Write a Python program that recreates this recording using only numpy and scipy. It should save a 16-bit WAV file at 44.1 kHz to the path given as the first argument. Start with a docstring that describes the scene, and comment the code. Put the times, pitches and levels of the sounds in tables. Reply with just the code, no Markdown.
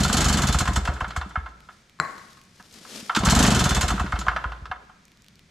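"""In a garage, a small two-stroke generator is spun by its pull cord and coasts to rest without firing, twice.
Each turn the exhaust port hisses, the muffler thumps and the loose casing knocks: noise bursts and ringing modes.
The rotor growls at odd multiples of its speed, and the fan rushes as noise that grows with speed.
Between the spins a ringing spray can is set down, a sleeve rustles, the starter pawls engage and cloth ticks."""
import sys
import numpy as np
from scipy import signal
from scipy.fft import rfft, irfft, next_fast_len
from scipy.io import wavfile
from scipy.ndimage import uniform_filter1d

SR = 44100
rng = np.random.default_rng(int(sys.argv[2]) if len(sys.argv) > 2 else 0)


def pcm_store(signal):
    """Save signal as 16-bit PCM."""
    levels = np.round(np.clip(np.atleast_2d(signal), -1, 1) * 32767)
    wavfile.write(sys.argv[1], SR, levels.astype(np.int16).T)


N = 242550


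def amp(db):
    """Turn decibels into a plain gain."""
    return 10 ** (np.asarray(db) / 20)


def rms_one(x):
    """Scale a signal to an average strength (rms) of 1."""
    return x / np.sqrt(np.mean(x ** 2) + 1e-20)


def filtered(x, order, hz, kind):
    """Keep only the low, high or middle band of a sound."""
    return signal.sosfilt(signal.butter(order, hz, kind, fs=SR, output="sos"), x)


def in_time(rows, column):
    """A dB column as gain over time, practically silent outside the table."""
    rows = np.array(rows)
    return amp(np.interp(np.arange(N) / SR, rows[:, 0], rows[:, column], left=-120, right=-120))


def at_hz(points, hz):
    """Read a table between its points, with pitch on a log scale."""
    points = np.array(points)
    return np.interp(np.log(hz + 1), np.log(points[:, 0]), points[:, 1])


def clicks(times, sizes):
    """Single-sample clicks, on a floor far too small to hear."""
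    out = np.full(N, 1e-18)
    np.add.at(out, np.round(np.asarray(times) * SR).astype(int), sizes)
    return out


def ring(x, hz, t60):
    """A unit click starts a cosine of height 1 that falls 60 dB in t60 seconds."""
    decay, step = amp(-60 / (t60 * SR)), 2 * np.pi * hz / SR
    return signal.lfilter([1, -decay * np.cos(step)], [1, -2 * decay * np.cos(step), decay * decay], x)


# How alike left and right are, 1 meaning the same: f/Hz, likeness
LIKENESS = [(60, 1.0), (180, 0.98), (550, 0.93), (1650, 0.7), (4970, 0.66), (9000, 0.91), (15000, 0.15)]


def noise(spectrum):
    """Stereo noise of a given colour, alike in both channels at low pitch; rms 1."""
    hz = np.fft.rfftfreq(N, 1 / SR)
    mid, side = rfft(rng.standard_normal((2, N)))
    alike = np.clip(at_hz(LIKENESS, hz), 0, 1)
    both = np.sqrt(1 + alike) * mid + np.sqrt(1 - alike) * side * [[1], [-1]]
    return rms_one(irfft(both * amp(at_hz(spectrum, hz)), N))


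def bursts(rows, t60, rise_s):
    """Envelope of sudden onsets that die away, each cut off after 0.7 s."""
    out = np.zeros(N)
    for s, db, *_ in rows:
        start = round(s * SR)
        t = np.arange(min(int(.7 * SR), N - start)) / SR
        out[start:][:len(t)] += amp(db - 60 * t / t60) * (1 - np.exp(-t / rise_s))
    return out


def gas_pulses(s, db, modes, width_s, dull_db):
    """A smooth push, such as a slug of gas, sets low modes ringing; dull_db is lost per octave above the second."""
    slug = np.hanning(int(width_s * SR))
    rings = 0
    for hz, level_db, t60 in modes:
        octaves_up = np.log2(hz / modes[1][0])
        sizes = amp(db + level_db - dull_db * octaves_up + rng.normal(0, 2.43, len(s)))
        rings = rings + ring(clicks(s, sizes), hz, t60)
    pushed = signal.fftconvolve(rings, slug / slug.sum(), "same")
    return filtered(pushed, 2, 25, "high")


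def by_event(rows, count, spread_db):
    """Gains for several modes that change at every event, as no two contacts hit the same spot."""
    latest = np.searchsorted(np.array(rows)[:, 0], np.arange(N) / SR, side="right") - 1
    gains = amp(spread_db * rng.standard_normal((len(rows), count)))
    return gains[latest].T


def in_order(*rows):
    """Join event lists and sort them by time, dropping any that fall before the start."""
    rows = np.vstack(rows)
    rows = rows[rows[:, 0] > 0]
    return rows[np.argsort(rows[:, 0])]


# Colour of the still air: f/Hz, level/dB (relative)
AIR = [(15, -18), (25, -6), (52, -6.5), (126, -4.5), (204, -2.5), (260, -12.5), (826, -23), (2420, -17.5),
       (2630, -23.5), (3340, -22), (6210, -26), (13200, -43), (15500, -81.5)]
AIR_DB = -57


def room_air():
    """Steady, faint noise fills the background, strongest at low pitch."""
    return amp(AIR_DB) * noise(AIR)


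GARAGE_T60_S, WALL_CUT_HZ = 0.88, 13000


def garage(x):
    """Eight echoing paths a side, duller on every round."""
    x = filtered(x, 2, 300, "high")   # the echoes carry little bass
    size = next_fast_len(N + SR)
    w = 2 * np.pi * np.fft.rfftfreq(size)
    dull = 1 / (1 + 1j * w * SR / (2 * np.pi * WALL_CUT_HZ))
    paths = np.zeros((2, len(w)), complex)
    for k, lag_s in enumerate(rng.uniform(.02, .055, 16)):
        delay = np.exp(-1j * w * round(lag_s * SR))
        loop = amp(-60 * lag_s / GARAGE_T60_S) * dull ** (lag_s / 0.12) * delay
        paths[k % 2] += loop / (1 - loop) * (-1) ** (k // 2)
    return irfft(rfft(x, size) * paths, size)[:, :N]


# Sleeve and cord rubbing: t/s, level/dB
RUSTLE = [(1.6, -70), (1.75, -61), (1.95, -82), (2.1, -53.5), (2.35, -56.5), (2.48, -65.5), (2.6, -55.5),
          (2.7, -57.5), (2.74, -49), (2.85, -49), (2.96, -37), (3.1, -48.5), (3.2, -50)]
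# Colour of the rubbing: f/Hz, level/dB (relative)
CLOTH = [(71, -40.5), (120, -25), (221, 3), (319, -7), (498, -6), (846, -12.5), (5060, -8), (12100, -20),
         (13700, -31.5), (15500, -62)]
# The clearest cloth ticks: t/s, level/dB (relative), f/Hz
TICKS = [(1.6054, -33.5, 2160), (1.8967, -34.5, 2360), (2.182, -30, 4050), (2.332, -33, 4600),
         (2.4154, -33, 2830), (2.438, -39, 7200), (2.7117, -35, 3960), (2.7272, -32, 7630),
         (2.7406, -28.5, 5340), (2.9764, -29, 4480), (5.0538, -34, 6400), (5.082, -35.5, 2030),
         (5.2215, -35.5, 6160), (5.2844, -29.5, 3480), (5.3564, -36, 4660)]
# Stretches with five faint ticks each, at random moments: from t/s, to t/s
FAINT_TICK_SPANS = [(2.3, 2.7), (4.95, 5.49)]
FAINT_TICK_DB = -37.5   # middle level, on the same scale as the clear ticks


def cloth():
    """Rubbing cloth gives grainy noise, and single dry ticks ring very briefly."""
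    slow_wander = rms_one(signal.lfilter([1], [1, -1.98, .9801], rng.standard_normal(N)))
    rubbing = rms_one(amp(1.8 * slow_wander) * noise(CLOTH))
    faint = [(rng.uniform(a, b), FAINT_TICK_DB + rng.normal(0, 3), rng.uniform(2200, 5000))
             for a, b in FAINT_TICK_SPANS * 5]
    ticks = sum(ring(clicks([s], [amp(db)]), hz, 0.0013) for s, db, hz in TICKS + faint)
    ticks = filtered(ticks, 2, 1500, "high")
    left_right = amp(np.array([[2.], [-2.]]))
    return in_time(RUSTLE, column=1) * rubbing * left_right + amp(-0.5) * ticks


# The can touches and lands, then rocks on its rim: t/s, level/dB (relative)
ROCKS = [(2.0, 4), (1.989, -21.5), (2.05, -9), (2.18, -14), (2.372, -23)]
# Ringing of the steel shell: f/Hz, level/dB (relative), t60/s
CAN = [(1076, -36.5, 0.34), (1080, -38.5, 0.57), (1100, -37, 0.49), (1130, -36, 0.61), (1233, -30, 0.0824),
       (1480, -35, 0.066), (1560, -50, 0.96), (1694, -35, .2), (1920, -56, 0.55), (2000, -50, 0.13),
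       (4080, -29.5, 0.086), (7400, -27, .06)]
# Colour of the room tail after the landing: f/Hz, level/dB (relative)
CAN_TAIL = [(88, -27), (150, -8.5), (797, -5), (1080, -4.5), (1230, -5), (2020, -2), (2840, -29),
            (7480, -26), (14000, -42)]
CAN_S, CAN_DB, CAN_PAN_DB = 2.0, -6.5, 5   # landing time, crack level (relative), left above right


def spray_can():
    """A steel can meets concrete: a crack, a thud, the shell modes and a room tail of noise that dies away."""
    s, db = np.transpose(ROCKS)
    shell = 0
    for hz, level_db, t60 in CAN:
        sizes = amp(db + level_db + rng.normal(0, 1.4, len(s)))
        shell = shell + ring(clicks(s, sizes), hz, t60)
    hit = clicks([CAN_S], [amp(CAN_DB)])
    crack = ring(hit, 1400, 0.013) + amp(-3.5) * ring(hit, 4400, 0.0081) + ring(hit, 7400, 0.016)
    struck = filtered(shell + crack, 2, [350, 3000], "band")
    thud_modes = [(73.0, -44.5, 0.34), (154, -31.0, 0.098), (336, -32.5, .04)]   # f/Hz, level/dB, t60/s
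    thud = gas_pulses(s, db, thud_modes, width_s=0.0021, dull_db=-3.5)
    tail = bursts([(CAN_S, -33)], .7, rise_s=0.0016) * noise(CAN_TAIL)
    return thud + (struck + tail) * amp(np.array([[.5], [-.5]]) * CAN_PAN_DB)


# The hand on the grip, then the cord snapping taut: t/s, level/dB (relative)
BUMPS = [(2.6, -43), (2.774, -41), (2.814, -40), (2.946, -43), (2.964, -50), (3.028, -31), (3.173, -12.5)]


def starter_bumps():
    """Dull bumps at the starter: soft pushes set two low modes ringing."""
    modes = [(214, 0.5, 0.055), (296, -4, 0.056)]   # f/Hz, level/dB, t60/s
    return gas_pulses(*np.transpose(BUMPS), modes, width_s=0.0031, dull_db=3)


# Low pops of the air box and dull clunks at the starter: t/s, level/dB (relative)
POPS = [(0.36, -14), (0.4574, -25), (0.7096, -20), (0.8002, -28.5), (0.936, -29), (1.0775, -30.5),
        (1.2623, -29), (3.0294, -41), (3.1756, -21.5), (3.2342, -11.5), (3.9403, -18.5), (4.043, -19.5),
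        (4.1893, -28.5), (4.3527, -33.5)]
# Ringing of these pops and clunks: f/Hz, level/dB (relative), t60/s
AIRBOX = [(81, -21, 0.45), (191.7, 0, 0.09), (286.5, -9, 0.084)]


def low_pops():
    """Low pops of the air box and dull clunks at the starter: short pushes set three low modes ringing."""
    return gas_pulses(*np.transpose(POPS), AIRBOX, width_s=0.0025, dull_db=0.5)


# Crank speed, one table per spin; the cord pulls it up, friction and compression drag it down:
# t/s, speed/(turns per s)
SPEED = [
    [(0, 23.53), (.09, 19.98), (.2, 28.09), (.25, 24.95), (.74, 11.41), (.83, 8.38), (.95, 7.62),
     (1.376, 4.21), (1.7, .5)],
    [(3.2, 9.0), (3.3, 20.61), (3.41, 27.59), (3.47, 25.27), (3.88, 13.07), (4.07, 7.57), (4.2, 7.12),
     (4.461, 4.81), (4.8, .5)],
]
# Crank angle as each spin's table begins, where a whole number is a thump: angle/turns
START_TURN = [-.21, -.036]


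def crank():
    """Per spin: speed, and the angle in turns that adds up from it over time."""
    t = np.arange(N) / SR
    speeds = [np.interp(t, *np.transpose(rows), left=0, right=0) for rows in SPEED]
    return [(speed, start + np.cumsum(speed) / SR) for speed, start in zip(speeds, START_TURN)]


def turns(lead=0):
    """Moments a given share of a turn before every thump, and how long a turn lasts just then."""
    s, turn_s = [], []
    for speed, angle in crank():
        at = np.searchsorted(angle, np.arange(int(angle[-1]) + 1) - lead)
        at = at[at > 1]
        s = np.append(s, at / SR)
        turn_s = np.append(turn_s, 1 / np.maximum(speed[at], 1))
    return s, turn_s


# Loudness of the turning engine, one table per spin (relative):
# t/s, growl level/dB, thump level/dB, casing kick level/dB
SPIN = [
    [(0, -30, -17, -9.5), (.2, -38.5, -16.5, -18), (.4, -33.5, -16, -14.5), (.65, -34.5, -14, -10),
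     (.9, -32.5, -14, -9), (1.2, -46, -18, -13), (1.65, -52, -15.5, -12.5)],
    [(3.1, -54, -30, -14), (3.2, -29.5, -20, -18), (3.3, -26, -11.5, -10), (3.42, -21, -16.5, -14.5),
     (3.5, -22.5, -19, -17), (3.7, -36, -14, -11.5), (4.1, -40.5, -14.5, -10), (4.3, -43, -20, -14.5),
     (4.85, -49, -19, -11)],
]


def spin_db(s, column):
    """Read one level of the turning engine at the given moments."""
    rows = np.vstack(SPIN)
    return np.interp(s, rows[:, 0], rows[:, column])


# Rush at 25 turns per s, one number per spin: level/dB
RUSH_DB = [-24, -20.5]
# Colour of the rush: f/Hz, level/dB (relative)
RUSH = [(71, -30.5), (120, 9.5), (208, -2.5), (519, -10.5), (1350, -10.5), (2340, -17.5), (3110, -18.5),
        (3810, -18.5), (7450, -29), (12400, -37.5), (15500, -72.5)]
RUSH_POWER, RUSH_LAG_S = 1.88, .03   # growth with speed, and the span the speed is averaged over


def fan_rush():
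    """Fan and bearings rush as noise that grows as a power of the speed."""
    level = 0
    for (speed, _), rush_db in zip(crank(), RUSH_DB):
        smooth_speed = uniform_filter1d(speed, int(RUSH_LAG_S * SR))
        level = level + amp(rush_db) * (smooth_speed / 25) ** RUSH_POWER
    return level * noise(RUSH)


def rotor_growl():
    """Odd multiples of the speed growl, and air churns in the crankcase once a turn."""
    growl = 0
    air = rms_one(filtered(rng.standard_normal(N), 2, [280, 850], "band"))
    for (_, turn), spin in zip(crank(), SPIN):
        angle = 2 * np.pi * turn
        orders = np.sin(9 * angle) + .6 * np.sin(7 * angle) + .4 * np.sin(11 * angle)
        stroke = amp(3.8 * np.cos(angle - .8))   # swells once a turn
        growl = growl + in_time(spin, column=1) * (orders + amp(-9.5) * air) * stroke
    return filtered(growl, 4, 90, "high")


# Stray knocks on casing and tank (rebounds, pawls, the cord handle):
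# t/s, level/dB (relative), treble level/dB (added to the level)
KNOCKS = [(0.372, -23, -14), (0.418, -18.5, -12), (0.655, -16.5, -9), (0.853, -19, -3), (0.964, -23, -22),
          (1.043, -16.5, -23), (1.105, -23, -3.5), (1.213, -17, -14.5), (1.307, -31.5, -22),
          (1.46, -22, -18.5), (1.687, -27, -34), (2.598, -32, -23), (2.849, -33.5, -10), (3.095, -7, -24),
          (3.149, -12.5, 1.5), (3.162, -7, -3.5), (3.234, -16.5, -2), (3.259, -12, -19), (3.286, -14, 2.5),
          (3.449, -11.5, 0.5), (3.811, -20.5, 6), (3.884, -17.5, 0), (3.959, -31, 0), (3.978, -20, -26.5),
          (4.062, -22.5, -9.5), (4.157, -16.5, -14), (4.212, -22.5, -4), (4.282, -6.5, -16),
          (4.314, -27, -13.5), (4.362, -8, -18), (4.519, -21, -16), (4.655, -26, -7.5), (4.713, -14, -20.5),
          (4.894, -33.5, -23)]
# How early a turn kicks the casing before the thump: turn length t/s, lead t/s
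KICK_LEAD = [(.04, .003), (.075, .014), (.17, .015), (.24, .021)]
KICK_TREBLE_DB, KICK_DULL_DB_PER_S = -13, 120   # treble at a 0.045 s turn, and its loss as turns lengthen
KICK_SPREAD_DB, TREBLE_SPREAD_DB = 0.3, 1


def all_knocks():
    """One kick a turn, duller as the crank slows, and the strays; the first turn of a spin is too gentle."""
    s, turn_s = turns()
    chance = rng.standard_normal((len(s), 2))
    kick_s = s - np.interp(turn_s, *np.transpose(KICK_LEAD))
    kick_db = spin_db(s, column=3) + KICK_SPREAD_DB * chance[:, 0]
    treble_db = KICK_TREBLE_DB - KICK_DULL_DB_PER_S * (turn_s - .045) + TREBLE_SPREAD_DB * chance[:, 1]
    kicks = np.c_[kick_s, kick_db, treble_db]
    return in_order(kicks[np.diff(s, prepend=-1) < .5], KNOCKS)


# Ringing of the casing: f/Hz, level/dB (relative), t60/s
CASING = [(500, -20, .05), (650, -13, .04), (740, -7, .05), (890, -9, .04), (970, -8, .05), (1050, -4, .05),
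          (1170, -6, .04), (1265, -4, .05), (1330, -3, .06), (1430, -3, .04), (1520, -7, .04),
          (1600, -8, .04), (1700, -7, .045), (1900, -10, .03), (2150, -15, .08), (2700, -15, .04),
          (3100, -14, .04), (3500, -19, .07)]


def casing():
    """Each knock is a short rattle of contacts into the casing modes, with a crack on top; loose parts shiver on."""
    knocks = all_knocks()
    rattle = bursts(knocks, .025, rise_s=0.00015)
    shiver = bursts(knocks, .22, rise_s=0.0044)
    contacts = rng.standard_normal((len(CASING), N)) * (rattle + amp(-16) * shiver)
    contacts = contacts * by_event(knocks, len(CASING), spread_db=1.2)
    body = sum(amp(db) * ring(w, hz, t60) for w, (hz, db, t60) in zip(contacts, CASING))
    body = filtered(body, 2, [550, 3200], "band")
    crack = bursts([(s, db + treble_db) for s, db, treble_db in knocks], .07, rise_s=0.00034)
    bright = filtered(rng.standard_normal(N), 2, [2000, 4600], "band")
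    return amp(-27.5) * body + amp(-0.5) * crack * bright


# Strength of the port hiss, gone once the crank is slow: t/s, level/dB (relative)
HISS = [(.03, -10), (.08, -17), (.13, -8.5), (.35, -10.5), (.42, -11), (.59, -10.5), (.66, -26), (.74, -20),
        (.85, -43), (1.7, -70), (3.16, -50), (3.25, -11.5), (3.39, -8), (3.5, -11), (3.64, -7),
        (3.81, -10.5), (3.88, -12.5), (3.96, -42), (4.8, -70)]
# Stray bursts of gas and clashes of parts: t/s, level/dB (relative)
PUFFS = [(0.0034, -14.5), (0.758, -15.5), (0.85, -23.5), (0.9354, -30), (1.0794, -31), (1.163, -20.5),
         (1.292, -36), (1.486, -45), (3.1492, -19), (3.1603, -14.5), (3.253, -13), (3.297, -8.5),
         (3.458, -19), (4.189, -18.5), (4.361, -42)]
HISS_LEAD_TURNS = .46   # the port hisses about half a turn early
SPIT_LEAD_S, SPIT_LEAD_TURNS = .004, .1   # and spits just before the thump; the two leads add up
SPIT_DB, SPIT_SLOW_S, SPIT_FADE_DB_PER_S = -20.5, .1, 242   # fades once a turn is longer than SPIT_SLOW_S
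PUFF_SPREAD_DB = 1.58


def all_puffs():
    """Two bursts of gas a turn, weaker as the crank slows, and the strays."""
    (hiss_s, _), (s, turn_s) = turns(HISS_LEAD_TURNS), turns()
    chance = PUFF_SPREAD_DB * rng.standard_normal((len(s), 2))
    hiss_db = np.interp(hiss_s, *np.transpose(HISS)) + chance[:len(hiss_s), 0]
    spit_s = s - SPIT_LEAD_S - SPIT_LEAD_TURNS * turn_s
    spit_db = SPIT_DB - SPIT_FADE_DB_PER_S * np.maximum(turn_s - SPIT_SLOW_S, 0) + chance[:, 1]
    return in_order(np.c_[hiss_s, hiss_db], np.c_[spit_s, spit_db], PUFFS)


# Colour of the gas bursts: f/Hz, level/dB (relative)
PUFF = [(880, -11.5), (1500, 4), (2400, -8.5), (3090, 1), (3340, -1), (4270, -3.5), (7520, 2.5),
        (8290, -4.5), (12400, -13), (14000, -24), (15500, -52)]
# Ringing of the cylinder fins and fan ring: f/Hz, level/dB (relative), t60/s
FINS = [(2620, -17, 0.07), (3057, -10, 0.027), (3516, -12.5, 0.19), (4170, -10.5, 0.024),
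        (4480, -14.5, 0.077), (5320, -16, 0.08), (6230, -20.5, 0.069), (6500, -13.5, 0.06),
        (7100, -14.5, 0.071), (7720, -13.5, 0.017)]


def port_hiss():
    """Gas bursts out as noise, brighter when strong, part of it ringing in the metal fins."""
    puffs = all_puffs()
    burst = bursts(puffs, .11, rise_s=0.00047)
    push = rng.standard_normal((len(FINS), N)) * burst * by_event(puffs, len(FINS), spread_db=2.5)
    fins = sum(amp(db) * ring(w, hz, t60) / np.sqrt(t60 * SR) for w, (hz, db, t60) in zip(push, FINS))
    hiss = noise(PUFF)
    dull = filtered(hiss, 2, 4500, "low")
    brightness = (burst / amp(-5.0)) ** 0.12
    return amp(-12) * burst * (dull + (hiss - dull) * brightness) + amp(0.5) * fins


# Ringing of the muffler: f/Hz, level/dB (relative), t60/s
MUFFLER = [(42.2, -21.5, 0.07), (56.2, -8.5, 0.51), (70.5, -3, 0.26), (79.4, -13, 0.15), (127, -4, 0.087),
           (198, 0.5, 0.085), (236, -10.5, 0.11), (333, -1.5, 0.065)]
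# Ringing of the tail pipe: f/Hz, level/dB (relative), t60/s
TAIL_PIPE = [(372, -17.5, 0.038), (718, -7.5, 0.054)]
# The crank rocks back against compression: t/s, level/dB (relative)
ROCK_BACK = [(4.6236, -29), (4.703, -30.5)]
THUMP_SPREAD_DB = .8


def muffler():
    """Slow turns push the gas out gently, so their thumps are duller; the tail pipe pops a moment later."""
    s, turn_s = turns()
    rock_s, rock_db = np.transpose(ROCK_BACK)
    db = spin_db(s, column=2) + THUMP_SPREAD_DB * rng.standard_normal(len(s))
    s, db = np.append(s, rock_s), np.append(db, rock_db)
    slowness = np.append(turn_s, [turn_s[-1]] * len(rock_s)) - .045   # seconds beyond a quick turn
    thumps = gas_pulses(s, db, MUFFLER, width_s=0.0046, dull_db=84 * slowness)
    pops = gas_pulses(s + 0.00498, db - 90 * slowness, TAIL_PIPE, width_s=0.00064, dull_db=-0.5)
    return thumps + pops


# Balance of the engine's upper sounds: f/Hz, left minus right level/dB
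BALANCE_DB = [(250, 0.5), (500, 1), (1500, -1), (8000, -0.1), (14000, -0.5)]
LEFT_LAG_S = .000011   # the engine stands a little nearer the right microphone


def place_engine(x):
    """Sound from one side reaches the two microphones with slightly different level and time."""
    hz = np.fft.rfftfreq(N, 1 / SR)
    balance = amp(at_hz(BALANCE_DB, hz) * [[.5], [-.5]])
    lag = np.exp(-2j * np.pi * hz * [[LEFT_LAG_S], [0]])
    return irfft(rfft(x) * balance * lag, N)


GARAGE_DB = -23.5   # gain of the echoes


def scene():
    """Mix everything; only the upper engine sounds, can and cloth echo in the garage."""
    low = muffler() + low_pops() + starter_bumps()
    engine = place_engine(casing() + port_hiss() + rotor_growl() + fan_rush())
    near = engine + spray_can() + cloth()
    return low + near + amp(GARAGE_DB) * garage(near.mean(0)) + room_air()


def record(dry):
    """The top is cut steeply above 15500 Hz."""
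    return signal.sosfilt(signal.ellip(10, 1, 70, 15500, fs=SR, output="sos"), dry)


dry = scene()
out = record(dry)
pcm_store(out)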